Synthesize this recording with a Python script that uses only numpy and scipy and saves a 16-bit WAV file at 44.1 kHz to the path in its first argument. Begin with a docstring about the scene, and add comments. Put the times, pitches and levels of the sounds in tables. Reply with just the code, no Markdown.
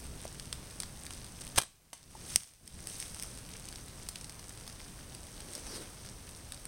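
"""Bow shot in a rainy wood

Filtered noise and tiny random rings make light rain on leaves and a low breeze; a sleeve of soft noise brushes past.
A bow is shot beside the camera in noise snaps and damped modes, and the arrow strikes with a hollow smack.
An animal bolts through crackling brush on thudding hooves, snapping sticks that ring in short modes.
The camera's microphone rings in the treble, and its gain control ducks when a sound is loud.
"""
import sys
import numpy as np
from scipy import signal
from scipy.fft import rfft, irfft
from scipy.io import wavfile
from scipy.ndimage import map_coordinates

SR = 44100
rng = np.random.default_rng(int(sys.argv[2]) if len(sys.argv) > 2 else 0)


def store_wav(level_fs):
    """Save 16-bit WAV to argv[1]."""
    pcm = np.round(np.clip(np.atleast_2d(level_fs), -1, 1) * 32767)
    wavfile.write(sys.argv[1], SR, pcm.T.astype(np.int16))


N = 294147
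TIME = np.arange(N) / SR  # seconds through the scene
AGE = np.arange(SR // 5) / SR  # seconds since one short sound began
IMPACT_S = 1.931  # the arrow lands and the animal starts


def amp(db):
    """Decibels to gain."""
    return 10 ** (np.asarray(db) / 20)


def unit(x):
    """x at rms 1."""
    return x / np.sqrt(np.mean(x ** 2) + 1e-20)


def noise():
    """White noise as long as the scene."""
    return rng.standard_normal(N)


def along(points, hz):
    """Read a curve of (Hz, value) points at hz, on a log frequency axis."""
    f, value = np.transpose(points)
    return np.interp(np.log(hz + 1), np.log(f), value)


def wobble(rate):
    """A smooth random curve with rate knots a second."""
    knots = rng.standard_normal(int(N * rate / SR) + 4)
    return map_coordinates(knots, [TIME * rate])


def coloured(x, points, size=16384):
    """x through a causal, minimum-phase filter with the given (Hz, dB) gain."""
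    gain = amp(along(points, np.fft.rfftfreq(size, 1 / SR)))
    cepstrum = irfft(np.log(gain))
    # folding the cepstrum forward puts the energy as early as it can be
    cepstrum[1:size // 2] *= 2
    cepstrum[size // 2 + 1:] = 0
    impulse = irfft(np.exp(rfft(cepstrum)))
    return signal.fftconvolve(x, impulse)[:N]


def add(track, s, sound):
    """Mix a sound in at time s."""
    part = track[round(s * SR):][:len(sound)]
    part += sound[:len(part)]


def fade(t60):
    """Exponential decay that loses 60 dB in t60 seconds."""
    return np.exp(-np.log(1000) * AGE / t60)


def ring(hz, t60):
    """One damped mode."""
    return np.sin(2 * np.pi * hz * AGE) * fade(t60)


def snap(t60):
    """A dying noise burst that starts at rms 1."""
    burst = rng.standard_normal(len(AGE)) * fade(t60)
    return burst * np.linalg.norm(fade(t60)) / np.linalg.norm(burst)


def push(width):
    """Smooth pressure that dips to -1, then swings to +1, width seconds to each side of its centre."""
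    u = AGE / width - 3  # the centre comes three widths in
    return u * np.exp((1 - u * u) / 2)


def swells(rows):
    """Gain curve of (s, dB, rise s, fall s) swells; each gains 20 dB over its rise and loses 20 dB over its fall."""
    power = 0
    for s, db, rise, fall in rows:
        steps = np.maximum((s - TIME) / rise, (TIME - s) / fall)
        power = power + amp(db - 20 * steps) ** 2
    return np.sqrt(power)


def grains(rate, spread_db, hz, scatter, cycles):
    """Random tiny impacts, rate a second, each a short ring at its own pitch and size; rms 1 overall."""
    when, size, pitch, phase = rng.random((int(rate * N / SR), 4)).T[:, :, None]
    f = np.clip(hz * np.exp(scatter * np.log(pitch / (1 - pitch))), 500, 15000)
    n = np.arange(SR // 500)
    turns = f * n / SR
    strength = amp(-spread_db * np.log(size + .045)) * np.sqrt(f)
    waves = strength * np.exp(-turns / cycles) * np.sin(2 * np.pi * (turns + phase))
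    places = (when * N).astype(int) + n
    return unit(np.bincount(places.ravel(), waves.ravel(), N)[:N])


# how long the wood answers. Each row: frequency in Hz, time to lose 60 dB in seconds
WOOD_T60 = [(150, .15), (1000, 0.28), (2500, 0.37), (8000, 0.35), (15000, 0.076)]


def trees(x):
    """The diffuse answer of trunks and leaves: a noise tail that dies at its own pace in each band."""
    hz, t, z = signal.stft(rng.standard_normal(SR // 2), SR, nperseg=256)
    decay = np.exp(-np.log(1000) * t / along(WOOD_T60, hz)[:, None])
    tail = signal.istft(z * decay, SR, nperseg=256)[1]
    return signal.fftconvolve(x, tail / np.linalg.norm(tail))[:N]


# spectrum of the moving air. Each row: frequency in Hz, gain in dB
RUMBLE = [(10, -10), (28, 0), (60, -1), (130, -3.5), (200, -8.5), (400, -16.5), (900, -29.5), (3000, -70.5)]
AIR_DB, AIR_CALMING_DB_PER_S = -49.8, .35  # the breeze, slowly settling


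def air():
    """A low, restless rumble of moving air, made of filtered noise."""
    level = amp(AIR_DB - AIR_CALMING_DB_PER_S * TIME + 1.1 * wobble(9))
    return level * unit(coloured(noise(), RUMBLE))


# single near raindrops. Each row: start in seconds, level in dB, leaf body in dB against that level
DROPS = [(0.3975, -24.5, -15), (0.5276, -18, -16), (0.822, -25, -20), (0.8335, -24.5, -12.5),
         (1.0653, -25.5, -14), (1.1067, -27, -15.5), (3.0255, -24, -15), (3.687, -23.5, -22),
         (3.8823, -26.5, -21), (4.088, -13.5, -26), (4.1572, -25.5, -13.5), (4.2441, -27.5, -18.5),
         (4.2958, -28.5, -17), (4.494, -24, -28), (4.6773, -24.5, -19.5), (5.404, -28.5, -16),
         (5.5345, -26.5, -17), (5.552, -19, -25), (6.5216, -22.5, -18.5), (6.6539, -25.5, -21)]
# spectra of the far rain, a drop bursting, and the leaf it strikes. Each row: frequency in Hz, gain in dB
HISS = [(100, -14), (300, 3), (600, 5), (1300, 1.5), (2500, -2.5), (4500, -3), (9000, -5.5), (16000, -2.5)]
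SPLASH = [(200, -21), (1000, -10), (3000, -9.5), (6000, -2.5), (9000, 0.5), (12000, -3.5), (16000, -3)]
LEAF = [(200, -15), (700, -4.5), (1500, -4.5), (3200, 3), (5000, 3.5), (8000, -21), (16000, -28)]
# more drops at random times, mostly lighter, now and then a heavy one
DRIPS_PER_S, DRIP_DB, DRIP_SCATTER_DB, DRIP_BODY_DB = 5, -33, 1.5, -18
HISS_DB, PATTER_DB, EASING_DB_PER_S = -53.7, -58.8, .17  # the shower, slowly letting up


def rain():
    """Far drops merge into a hiss; nearer ones tick on leaves one by one and throw off a fine spray."""
    hiss = amp(HISS_DB + 0.29 * wobble(8.4)) * unit(coloured(noise(), HISS))
    patter_level = amp(PATTER_DB + 2.5 * wobble(14))
    patter = patter_level * grains(rate=400, spread_db=5.0, hz=5600, scatter=0.39, cycles=0.84)

    drips = []
    for when, size in rng.random((int(DRIPS_PER_S * N / SR), 2)):
        drips.append((when * N / SR, DRIP_DB - DRIP_SCATTER_DB * np.log(size), DRIP_BODY_DB))

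    bursts, taps = np.zeros(N), np.zeros(N)
    for s, db, body_db in list(DROPS) + drips:
        splash = amp(-8) * snap(t60=0.0054)
        spray = amp(-17) * snap(t60=0.025)
        add(bursts, s, amp(db) * (splash + spray))
        add(taps, s, amp(db + body_db + 8.5) * snap(t60=0.011))
    near = coloured(bursts, SPLASH) + coloured(taps, LEAF)

    shower = amp(-EASING_DB_PER_S * TIME) * (hiss + patter)
    return shower + near + amp(-12.5) * trees(patter + near)


# hollow knocks on wood. Each row: start in seconds, ring in dB, pitch in Hz, ring t60 in seconds, click in dB
KNOCKS = [(0.2531, -29.5, 610, 0.015, -39), (2.152, -35, 880, 0.035, -48)]


def knocks():
    """Dull taps on wood: one damped mode each, under a faint noise click."""
    out = np.zeros(N)
    for s, db, hz, t60, click_db in KNOCKS:
        add(out, s, amp(db) * ring(hz, t60) + amp(click_db) * snap(t60=0.011))
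    return out


# the arm shifts slowly, then makes one quick stroke. Each row: time of its height in seconds, level in dB,
# seconds to gain 20 dB, seconds to lose 20 dB
RUSTLE = [(5.55, -53.5, .45, 1.2), (5.765, -46, .3, .12)]
# the sleeve's whistle, a single row with the same columns
SWISH = (5.75, -49, .17, .09)
# spectrum of the soft scrape. Each row: frequency in Hz, gain in dB
SOFT = [(60, -14), (300, 13), (650, 8), (1200, 4.5), (2800, 1.5), (4800, 2), (7000, -0.5), (9000, -0.5),
        (16000, -2)]
SWISH_HZ, SWISH_SAG_OCT_PER_S = 4700, 3.3  # pitch at the whistle's height, and how fast it falls


def cloth():
    """A sleeve brushes past: soft scraping, low bumps, and a swish that falls as the stroke slows."""
    scrape = amp(2.0 * wobble(45)) * unit(coloured(noise(), SOFT))
    bump_level = amp(4 * wobble(35))
    bumps = amp(-6.5) * unit(bump_level * wobble(450) * np.sin(2 * np.pi * 380 * TIME))
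    # the fall stays within an octave either way
    hz = SWISH_HZ * 2 ** np.clip(SWISH_SAG_OCT_PER_S * (SWISH[0] - TIME), -1, 1)
    whistle = wobble(1600) * np.sin(2 * np.pi * np.cumsum(hz) / SR)
    return swells(RUSTLE) * (scrape + bumps) + swells([SWISH]) * unit(whistle)


# hooves thud on soft ground. Each row: time of its height in seconds, level in dB
HOOVES = [(2.05, -48), (2.36, -44), (2.625, -43), (2.745, -43)]
# spectrum of soft ground under a hoof. Each row: frequency in Hz, gain in dB
EARTH = [(25, -4), (90, 0), (180, -7), (400, -20), (2000, -55)]
HOOF_RISE_S, HOOF_FALL_S = .025, .14  # time to gain and to lose 20 dB


def hooves():
    """The first bounds thud dully in the earth: swells of low noise."""
    bounds = swells([(s, db, HOOF_RISE_S, HOOF_FALL_S) for s, db in HOOVES])
    return bounds * unit(coloured(noise(), EARTH))


# sticks and twigs break. Each row: start in seconds, level in dB, t60 of its noise snap in seconds
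STICKS = [(2.3598, -4, 0.0022), (2.3612, -16.5, 0.0091), (2.434, -20.5, .008), (2.537, -26, .004),
          (2.677, -24, 0.011), (2.872, -24, 0.0046), (3.0014, -23, .006), (3.146, -29, .004),
          (3.198, -25.5, 0.0041), (3.2252, -22.5, 0.0033), (3.2345, -22.5, 0.0031)]
# modes of a breaking stick. Each row: pitch in Hz, level in dB
STICK_MODES = [(2050, -16.5), (2600, -22), (3250, -13), (5300, -8), (6200, -16.5), (8400, -9.5),
               (10800, -15.5), (12600, -15)]
# thin wood radiates little bass. Each row: frequency in Hz, gain in dB
FRACTURE = [(100, -13), (700, -7), (1500, -13), (2000, -3), (9000, 0), (16000, 5)]
# shoves through the brush. Each row: time of its height in seconds, level in dB, seconds to lose 20 dB
BRUSH = [(1.955, -44, .09), (2.11, -55, .3), (2.30, -46, .25), (2.40, -35.5, .2), (2.66, -51, .25),
         (2.90, -48.5, .35), (3.0, -47.5, .35), (3.22, -52, .35)]
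# spectrum of the rustling leaves. Each row: frequency in Hz, gain in dB
LEAVES = [(150, -18), (500, -9.5), (1200, -4.5), (2300, -1.5), (6000, 2), (9000, 2.5), (16000, 0)]
BRUSH_RISE_S = .07  # a shove gains 20 dB in this time


def undergrowth():
    """Leaves crackle in tiny impacts and sticks snap in short modes as the animal runs off."""
    sticks = np.zeros(N)
    for s, db, t60 in STICKS:  # modes and noise die together
        fibres = sum(amp(mode_db) * ring(hz, t60) for hz, mode_db in STICK_MODES)
        add(sticks, s, amp(db) * (fibres + amp(-8) * snap(t60)))
    sticks = coloured(sticks, FRACTURE)

    crackle = grains(rate=1300, spread_db=5.5, hz=5860, scatter=0.52, cycles=0.79)
    shoves = swells([(s, db, BRUSH_RISE_S, fall) for s, db, fall in BRUSH])
    shoves = (TIME > IMPACT_S) * shoves
    leaves = shoves * unit(coloured(crackle + amp(-0.5) * noise(), LEAVES))
    return sticks + amp(-14) * trees(sticks) + leaves


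def arrow():
    """The arrow lands with a hollow smack: three damped modes and a noise burst, echoed by the trees."""
    hollow = amp(-30) * ring(960, t60=0.038)
    hollow += amp(-29.5) * ring(1110, t60=0.029)
    hollow += amp(-29) * ring(2010, t60=0.024)
    out = np.zeros(N)
    add(out, IMPACT_S, hollow + amp(-21) * snap(t60=.035))
    return out + amp(-9) * trees(out)


# string, cams and limbs come to rest. Each row: start in seconds, snap in dB, ring in dB, snap t60 in seconds
BOW_BLOWS = [(1.5597, -33.5, -52, .04), (1.5823, -18.5, -35, 0.0086), (1.5847, -13, -15.5, 0.0059),
             (1.5867, -11, -32, 0.0052), (1.5917, -22, -28, 0.0081), (1.6020, -26, -26, .012),
             (1.6160, -15, -27, 0.0046), (1.6206, -18.5, -36, 0.014), (1.6345, -25.5, -30, 0.023)]
# modes of limbs and riser. Each row: pitch in Hz, level in dB, t60 in seconds
BOW_MODES = [(131, -15, .04), (255, -21, 0.056), (680, -19, .028), (910, -9, .014), (1070, -1.5, 0.019),
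             (1310, -13, .018), (1664, -7, .02), (2060, -19, .1), (2460, -9, .014), (2660, -9, .012),
             (3180, -1.5, 0.018), (4020, -11, .015)]
RELEASE_S, HOME_S = 1.5597, 1.5847  # the string is let go; it reaches its rest position
SLIDE_DB, SLIDE_RISE_S, SLIDE_FALL_S = -19, .014, .007  # the scrape: level, time to gain and lose 20 dB


def bow():
    """The release clicks, the arrow scrapes louder as it gathers speed, the string slams home, fittings rattle."""
    slide = (TIME > RELEASE_S) * swells([(HOME_S, SLIDE_DB, SLIDE_RISE_S, SLIDE_FALL_S)])
    clatter = slide * grains(rate=3000, spread_db=4.5, hz=5000, scatter=.5, cycles=0.95)
    frame = np.zeros(N)
    for s, snap_db, ring_db, t60 in BOW_BLOWS:
        # every blow excites the modes a little differently
        body = sum(amp(db + rng.normal(0, 1.0)) * ring(hz, life) for hz, db, life in BOW_MODES)
        add(clatter, s, amp(snap_db) * snap(t60))
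        add(frame, s, amp(ring_db) * body)
    # the limbs shove the air ahead of them, then stop dead
    add(frame, 1.5695, -amp(-32.0) * push(width=.0036))
    add(frame, 1.5817, amp(-31.0) * push(width=.0012))
    return clatter + frame + amp(-8.0) * trees(clatter + amp(-4) * frame)


def scene():
    """Everything at the camera."""
    return (rain() + air() + bow() + arrow() + knocks() + undergrowth() + hooves() + cloth())[None]


def gain_control(x, threshold_db, slope, depth_db, release_db, attack):
    """A loud sound charges the detector; the gain falls to its limit and returns as the charge leaks away."""
    window = SR // 32
    power = signal.lfilter(np.ones(window) / window, 1, x ** 2)
    charge = slope * np.maximum(10 * np.log10(np.abs(power) + 1e-12) - threshold_db, 0)
    # the charge leaks by release_db a second
    held = np.maximum.accumulate(charge + release_db * TIME) - release_db * TIME
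    keep = np.exp(-1 / (attack * SR))  # attack in seconds smooths the gain
    cut_db = signal.lfilter([1 - keep], [1, -keep], np.minimum(held, depth_db))
    return x * amp(-cut_db)


# the microphone's colour, with peaks in the treble. Each row: frequency in Hz, gain in dB
MIC = [(1000, 0), (4300, 0.5), (5500, 3.5), (6350, 5), (7100, -3), (7900, 5), (8700, 10.5), (9600, 5),
       (11000, -2), (13000, -7), (16000, -9)]
TOP_HZ = 15950  # upper band limit


def record(dry):
    """Microphone colour, gain control, the camera's own faint hiss and its band limit."""
    x = coloured(dry[0], MIC)
    x = gain_control(x, threshold_db=-32.5, slope=3.67, depth_db=17, release_db=69, attack=0.028)
    x = x + amp(-70) * noise()
    passed = np.fft.rfftfreq(N, 1 / SR) < TOP_HZ
    return irfft(rfft(x) * passed, N)[None]


dry = scene()
out = record(dry)
store_wav(out)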